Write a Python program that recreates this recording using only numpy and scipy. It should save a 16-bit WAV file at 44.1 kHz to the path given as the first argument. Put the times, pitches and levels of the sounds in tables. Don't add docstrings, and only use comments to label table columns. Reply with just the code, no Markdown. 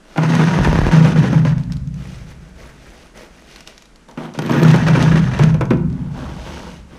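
import sys
import numpy as np
from scipy import signal
from scipy.fft import rfft, irfft
from scipy.io import wavfile
from scipy.ndimage import uniform_filter1d

SR = 44100
rng = np.random.default_rng(int(sys.argv[2]) if len(sys.argv) > 2 else 0)


def dump(signal):
    limited = np.clip(np.atleast_2d(signal).T, -1, 1)
    pcm = np.round(limited * 32767).astype(np.int16)
    wavfile.write(sys.argv[1], SR, pcm)


N = 307818
T = np.arange(N) / SR

# start_s, length_s, scrape_db, grit_db, depth (0 sweeping to 1 digging)
HAND_STROKES = [(0.0, 0.37, -42.5, -49.5, 0.52), (1.57, 0.056, -48.5, -54, 0),
                (1.685, 0.04, -44.5, -61, 0.41), (1.917, 0.3, -43.5, -47.5, 0),
                (2.255, 0.059, -46.5, -52.5, 0), (2.372, 0.13, -50.5, -59, 0.13),
                (2.536, 0.16, -42, -50, 0.045), (2.724, 0.34, -45, -50, 0.048),
                (3.136, 0.098, -40.5, -48, 0.043), (3.291, 0.2, -50, -54, 0), (3.458, 0.15, -49, -47.5, 0),
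                (3.659, 0.032, -44, -45.5, 0.4), (3.75, 0.09, -69, -59, 0.21), (3.92, 0.12, -68, -66, 0),
                (4.08, 0.015, -39.5, -58, 0.63), (4.167, 0.088, -31.5, -49, 0.9),
                (4.337, 0.017, -43.5, -45, 0.76), (5.85, 0.23, -40.5, -61, 0.84),
                (6.101, 0.23, -32, -46, 0.9), (6.324, 0.35, -32.5, -42, 0.8),
                (6.665, 0.11, -48, -51.5, 0.39), (6.87, 0.17, -40.5, -54, 0.74)]
# start_s, swell_s, length_s, rattle_db, grit_db, boom_db, boom_hz
POURS = [(0.154, 0.08, 0.14, -23.5, -35.5, -15.5, 162), (0.265, 0.078, 0.33, -22, -35, -12.5, 160),
         (0.609, 0.028, 0.29, -24.5, -37, -16, 161), (0.911, 0.01, 0.21, -26, -37.5, -7.5, 163),
         (1.155, 0.023, 0.21, -26.5, -39, -10.5, 160), (1.447, 0.0037, 0.012, -26.5, -41.5, -15, 158),
         (4.392, 0.18, 0.21, -21, -35.5, -13.5, 225), (4.643, 0.03, 0.26, -24, -37, -12.5, 142),
         (4.88, 0.093, 0.29, -20.5, -34.5, -9, 157), (5.21, 0.031, 0.17, -27, -41, -21, 150.6),
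         (5.388, 0.012, 0.055, -29.5, -41.5, -6.5, 142)]
# pitch_hz, level_db, t60_s
CONTAINER_MODES = [(132.7, -6.5, 0.87), (158.15, 2, 0.39), (186, -0.5, 0.17), (241, -4.5, 0.28),
                   (267, -5, 0.14), (345, -11, 0.63), (367, -16.5, 0.45), (454, -16, .11), (530, -23, .1)]
# start_s, clack_db, clack_hz, boom_db, boom_hz, crack_db
LUMP_HITS = [(0.161, -17.5, 800, -36, 174, -48), (0.18, -8, 798, -4, 174, -42),
             (0.234, -10.5, 993, -12, 159, -25), (0.352, -19, 1030, -6, 153, -17),
             (0.395, -10, 460, -4, 168, -31), (0.647, -9, 1784, -18, 151.2, -19.5),
             (0.934, -11.5, 520, -6, 158, -39), (0.967, -13, 557, -8, 157, -43),
             (1.001, -12.5, 530, -12, 145, -43), (1.05, -9.5, 562, -7.5, 164, -36),
             (1.16, -16, 493, -4, 160, -32), (1.241, -15, 520, -5, 150, -40),
             (1.33, -13.5, 530, 0, 161, -30), (1.451, -14, 567, -6.5, 158, -33),
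             (4.175, -19.5, 553, -14.5, 272, -37), (4.349, -25, 590, -32, 207, -40),
             (4.376, -37, 490, -14.5, 207, -37), (4.389, -14.5, 807, -15.5, 149, -18.5),
             (4.4957, -11.5, 660, -8, 231, -25), (4.541, -14, 527, -12, 320, -41),
             (4.625, -14, 560, -3, 258, -31), (4.649, -11, 1440, 0.5, 134, -23),
             (4.7418, -6, 560, -1.5, 149, -23), (4.884, -7.5, 541, -8, 153, -21),
             (4.9516, -9, 503, -6.5, 155.7, -30), (5.119, -11.5, 1644, -6, 166.3, -37),
             (5.394, -10, 476, -24, 151, -34), (5.435, -14, 560, 1.5, 148, -19),
             (5.543, -17.5, 515, -23, 145, -29.5), (5.61, -8, 488, -13.5, 142, -23.5),
             (5.708, -7.5, 519, 0.5, 265, -29), (5.735, -30, 525, -0.5, 250, -53)]
# start_s, level_db, pitch_hz
CHIP_CLICKS = [(0.1755, -22.5, 4000), (1.5813, -34, 3480), (1.6362, -38, 4450), (1.7221, -25, 5340),
               (1.7338, -33, 4880), (1.7686, -34.5, 4230), (1.8742, -41, 6450), (1.942, -37, 5994),
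               (3.1742, -33, 6030), (3.5602, -29, 4200), (3.6066, -30.5, 5320), (3.675, -25, 5330),
               (3.779, -32.5, 5530), (3.8226, -34, 5900), (3.856, -39, 3900), (3.959, -39, 4480),
               (4.0871, -41, 3990), (4.112, -37, 4300), (4.338, -34, 6100), (4.387, -33, 4020),
               (4.4205, -29.5, 4140), (4.462, -25, 3720), (4.5197, -23.5, 5450), (4.633, -16, 4200),
               (4.682, -19, 4120), (4.7133, -19.5, 4160), (4.7604, -20.5, 4150), (5.026, -18, 3720),
               (5.39, -21.5, 5900), (5.654, -33, 6300), (5.705, -29, 3830), (5.7716, -40.5, 3840),
               (5.9008, -39.5, 4760), (5.9274, -42, 4400)]
# start_s, level_db
CLOSE_BUMPS = [(0.589, -5.5), (0.609, -10), (0.6741, -4), (0.688, -10), (0.73, -5.5), (0.757, -7),
               (0.789, -4.5), (0.8164, -7), (0.8368, -12.5), (0.8671, -5.5), (0.89, -9)]
# time_s, level_db, slips_per_s
DRAG_CURVE = [(4.37, -47.5, 48), (4.441, -44.5, 58.7), (4.498, -41, 57.7), (4.602, -39, 80),
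              (4.656, -42, 109)]
# frequency_hz, t60_s, level_db, build_up_s
TUNNEL_REVERB = [(37.8, 3.3, -10, 0.35), (62, 3.5, -1.5, 0.44), (92.6, 2.35, -6, 0.11),
                 (150, 2.11, -2, 0.012), (230, 1.58, -2.5, 0.012), (312, 0.99, -8.5, 0.0033),
                 (464, 0.55, -6, 0.0011), (1100, 0.5, -6.5, 0.0015), (3000, 0.39, -11.5, 0.0065),
                 (8000, 0.41, -11.5, 0.0033)]

# frequency_hz, gain_db
SWEEP_EQ = [(80, 5.5), (180, 9.5), (380, 9.5), (650, 5.5), (950, -1.5), (1300, 1), (1900, 1), (2450, -3.5),
            (3100, -38.5), (6000, -17.5)]
DIG_EQ = [(80, -9.5), (170, 12), (250, 8), (450, 1), (650, -2), (980, 0), (1250, -6.5), (1650, -8.5),
          (2300, -18), (3100, -12), (6000, -36)]
GRIT_EQ = [(1200, -12.5), (2500, 5.5), (3500, 2), (4700, 0), (5700, -0.5), (6250, 0), (7000, -8),
           (9000, -12.5), (11000, -15), (11800, -25), (13000, -17), (15000, -36)]
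AIR_EQ = [(30, 3), (90, -17.5), (170, 1.5), (350, -4), (700, -11.5), (1500, -13), (4000, -23.5),
          (6200, -23.5), (7500, -26), (11000, -32), (15000, -59)]
RATTLE_EQ = [(100, -25), (300, 4), (480, 1), (650, -2.5), (950, 1.5), (1150, -2.5), (1400, -2.5),
             (1750, -0.5), (2100, -8), (2700, -9), (4000, -21.5), (8000, -52.5)]
CLACK_EQ = [(90, -40.5), (280, 8), (450, 5.5), (700, -1), (950, 2.5), (1150, -2.5), (1400, 0), (1700, -9),
            (2500, -9.5), (4000, -27), (9000, -46)]
SPLINTER_EQ = [(400, 3), (2000, 5), (4500, 3), (6400, 3), (7500, -3.5), (11000, -9.5), (12000, -12),
               (15000, -25)]
RUMBLE_EQ = [(10, -40), (25, 10), (45, 14.5), (70, -4.5), (110, -29), (250, -16), (1000, -86)]
SLIP_TICK_EQ = [(9000, -49), (11300, -25), (12000, -1), (14000, -8), (15500, -9)]
SLIP_KNOCK_EQ = [(150, 2.5), (280, -0.5), (420, -7.0), (700, -19.5), (3000, -30), (9000, -60)]


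def undb(db):
    return 10 ** (np.asarray(db) / 20)


def unit(x):
    return x / np.sqrt(np.mean(x ** 2))


def fade(t60):
    return np.exp(-np.log(1000) * T[:SR] / t60)


def ring(hz, t60):
    return np.sin(2 * np.pi * hz * T[:SR]) * fade(t60)


def burst(t60):
    return rng.standard_normal(SR) * fade(t60)


def add(out, start_s, sound):
    i = max(int(start_s * SR), 0)
    out[i:i + len(sound)] += sound[:N - i]


def colour(x, eq, size=2048):
    hz, db = np.transpose(eq)
    grid_hz = np.linspace(1, SR / 2, size + 1)
    gain = undb(np.interp(np.log(grid_hz), np.log(hz), db))
    cepstrum = irfft(np.log(gain))[:size]
    cepstrum[1:] *= 2
    response = irfft(np.exp(rfft(cepstrum, 2 * size)))[:size]
    return signal.oaconvolve(x, response / np.linalg.norm(response))[:len(x)]


def gesture(start_s, length_s, rise_s, sag_db_per_s, fall_s):
    age = T[:SR]
    attack = np.clip(age / rise_s, 0, 1)
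    sag = undb(-sag_db_per_s * np.minimum(age, length_s))
    release = np.exp(-np.maximum(age - length_s, 0) / fall_s)
    out = np.zeros(N)
    add(out, start_s, attack * sag * release)
    return out


def clumps(per_s, depth_db):
    steps = np.repeat(rng.standard_normal(N // 100), int(SR / per_s))[:N]
    return undb(depth_db * uniform_filter1d(steps, size=150))


def impacts(per_s, spread_db):
    count = int(per_s * N / SR)
    when, size = rng.random((count, 2)).T
    heft = undb(spread_db * np.minimum(-np.log(1 - size), 4))
    polarity = (-1) ** np.arange(count)
    return np.bincount((when * N).astype(int), heft * polarity, N)


def gravel(per_s, spread_db, cycles, ring_gain, sizes=24):
    out, t = 0, T[:1500]
    for hz in np.geomspace(600, 11000, sizes) * rng.uniform(.94, 1.06, sizes):
        stone = ring_gain * hz / SR * np.sin(2 * np.pi * hz * t) * np.exp(-hz * t / cycles)
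        stone[0] += 1
        out = out + signal.oaconvolve(impacts(per_s / sizes, spread_db), stone)[:N]
    return out


def raking():
    sweep, dig, grit = np.zeros((3, N))
    for start_s, length_s, scrape_db, grit_db, depth in HAND_STROKES:
        speed = gesture(start_s, length_s, rise_s=0.41 * length_s, sag_db_per_s=10, fall_s=0.045)
        sweep += (1 - depth) * undb(scrape_db) * speed
        dig += depth * undb(scrape_db) * speed
        grit += undb(grit_db) * speed
    coarse = gravel(per_s=3000, spread_db=4.5, cycles=3.0, ring_gain=5.2)
    fine = gravel(per_s=6000, spread_db=3.5, cycles=10.3, ring_gain=0.79)
    scrape = sweep * unit(colour(coarse, SWEEP_EQ)) + dig * unit(colour(coarse, DIG_EQ))
    sizzle = grit * unit(colour(fine, GRIT_EQ))
    return clumps(per_s=30, depth_db=0.5) * (scrape + sizzle)


def room_tone():
    return undb(-50) * unit(colour(rng.standard_normal(N), AIR_EQ))


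def rumble():
    lows = unit(colour(rng.standard_normal(N), RUMBLE_EQ))
    first_s, last_s = CLOSE_BUMPS[0][0], CLOSE_BUMPS[-1][0]
    swell = gesture(first_s, last_s - first_s, rise_s=0.15, sag_db_per_s=12.5, fall_s=0.028)
    return (undb(-53) + undb(-20.5) * swell) * lows


def container_boom(pitch_hz, focus_db):
    modes = np.array([undb(db) * ring(hz, t60) for hz, db, t60 in CONTAINER_MODES])
    mode_hz, mode_db, _ = np.transpose(CONTAINER_MODES)
    share = undb(-focus_db * np.log2(mode_hz / pitch_hz) ** 2)
    return share @ modes / np.linalg.norm(share * undb(mode_db))


def pouring():
    slides = clumps(per_s=45, depth_db=2.15)
    coarse = gravel(per_s=750, spread_db=1.5, cycles=8.9, ring_gain=1.6)
    fine = gravel(per_s=4900, spread_db=1.5, cycles=6.9, ring_gain=1.4)
    rattle = unit(slides * colour(coarse, RATTLE_EQ))
    grit = unit(slides * colour(fine, GRIT_EQ))
    blows = impacts(per_s=500, spread_db=4.5)
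    out = np.zeros(N)
    for start_s, swell_s, length_s, rattle_db, grit_db, boom_db, boom_hz in POURS:
        flow = gesture(start_s, length_s, swell_s, sag_db_per_s=5.5, fall_s=0.055)
        boom = signal.oaconvolve(blows, container_boom(boom_hz, focus_db=18))[:N]
        boom /= np.sqrt(uniform_filter1d(boom ** 2, size=2000) + 1e-9)
        out += flow * (undb(rattle_db - 2) * rattle + undb(grit_db) * grit + undb(boom_db - 3.5) * boom)
    return out


def lumps():
    clack, crack, body = np.zeros((3, N))
    snap = 7.9 * signal.unit_impulse(SR)
    for start_s, clack_db, clack_hz, boom_db, boom_hz, crack_db in LUMP_HITS:
        add(clack, start_s, undb(clack_db) * (snap + burst(t60=0.11)))
        add(crack, start_s, undb(crack_db) * burst(t60=0.028))
        add(body, start_s, undb(clack_db - 7) * ring(clack_hz, t60=0.06))
        add(body, start_s, undb(boom_db - 5) * container_boom(boom_hz, focus_db=27))
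    return undb(-7) * colour(clack, CLACK_EQ) + undb(-4) * colour(crack, GRIT_EQ) + body


def chips():
    out = np.zeros(N)
    for start_s, level_db, pitch_hz in CHIP_CLICKS:
        crunch, skid = burst(t60=0.0075), burst(t60=0.025)
        ping = ring(pitch_hz, t60=0.007)
        add(out, start_s, undb(level_db) * (crunch + undb(2.5) * (skid + ping)))
    return undb(-8) * colour(out, SPLINTER_EQ)


def bumps(sweep_hz=1800, floor_hz=28, glide_s=0.00021):
    hz = floor_hz + sweep_hz / (1 + T[:SR] / glide_s)
    thud = np.sin(2 * np.pi * np.cumsum(hz) / SR) * fade(t60=0.1)
    out = np.zeros(N)
    for start_s, level_db in CLOSE_BUMPS:
        add(out, start_s, undb(level_db) * thud)
    return out


def judder():
    time_s, level_db, slips_per_s = np.transpose(DRAG_CURVE)
    rate = np.interp(T, time_s, slips_per_s) * clumps(per_s=76, depth_db=4)
    force = np.interp(T, time_s, undb(level_db), left=0, right=0) * clumps(per_s=120, depth_db=4)
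    slip_count = np.floor(np.cumsum(rate) / SR)
    slips = np.diff(slip_count, prepend=0) * force * np.sqrt(SR / np.mean(slips_per_s))
    return undb(-11) * colour(slips, SLIP_TICK_EQ) + undb(23.5) * colour(slips, SLIP_KNOCK_EQ)


def tunnel(x, bands=22):
    hz, *columns = np.transpose(TUNNEL_REVERB)
    t = T[:4 * SR]
    edges = np.geomspace(25, 16000, bands + 1)
    spectrum = rfft(rng.standard_normal(len(t)))
    bin_hz = np.arange(len(spectrum)) * SR / len(t)
    echo = np.zeros(len(t))
    for lo, hi in zip(edges, edges[1:]):
        t60, level_db, build_s = (np.interp(np.log(lo * hi) / 2, np.log(hz), c) for c in columns)
        band = irfft(spectrum * ((bin_hz >= lo) & (bin_hz < hi)))
        band *= np.exp(-np.log(1000) * t / t60) * (1 - np.exp(-t / build_s)) ** 2
        echo += band / np.linalg.norm(band) * np.sqrt(2 * (hi - lo) / SR) * undb(level_db)
    return signal.fftconvolve(x, echo)[:N]


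def scene():
    ore = pouring() + raking() + lumps() + chips() + judder()
    thuds = bumps()
    low_cut = signal.butter(8, 122, "high", fs=SR, output="sos")
    close = signal.sosfilt(low_cut, ore)
    air = room_tone()
    reverb = tunnel(ore + undb(-10) * thuds)
    return (close + thuds + reverb + rumble() + air)[None]


def record(dry, top_hz=15250):
    rounded = dry / (1 + dry ** 6) ** (1 / 6)
    high_cut = signal.ellip(8, .2, 70, top_hz, fs=SR, output="sos")
    return signal.sosfilt(high_cut, rounded)


dry = scene()
out = record(dry)
dump(out)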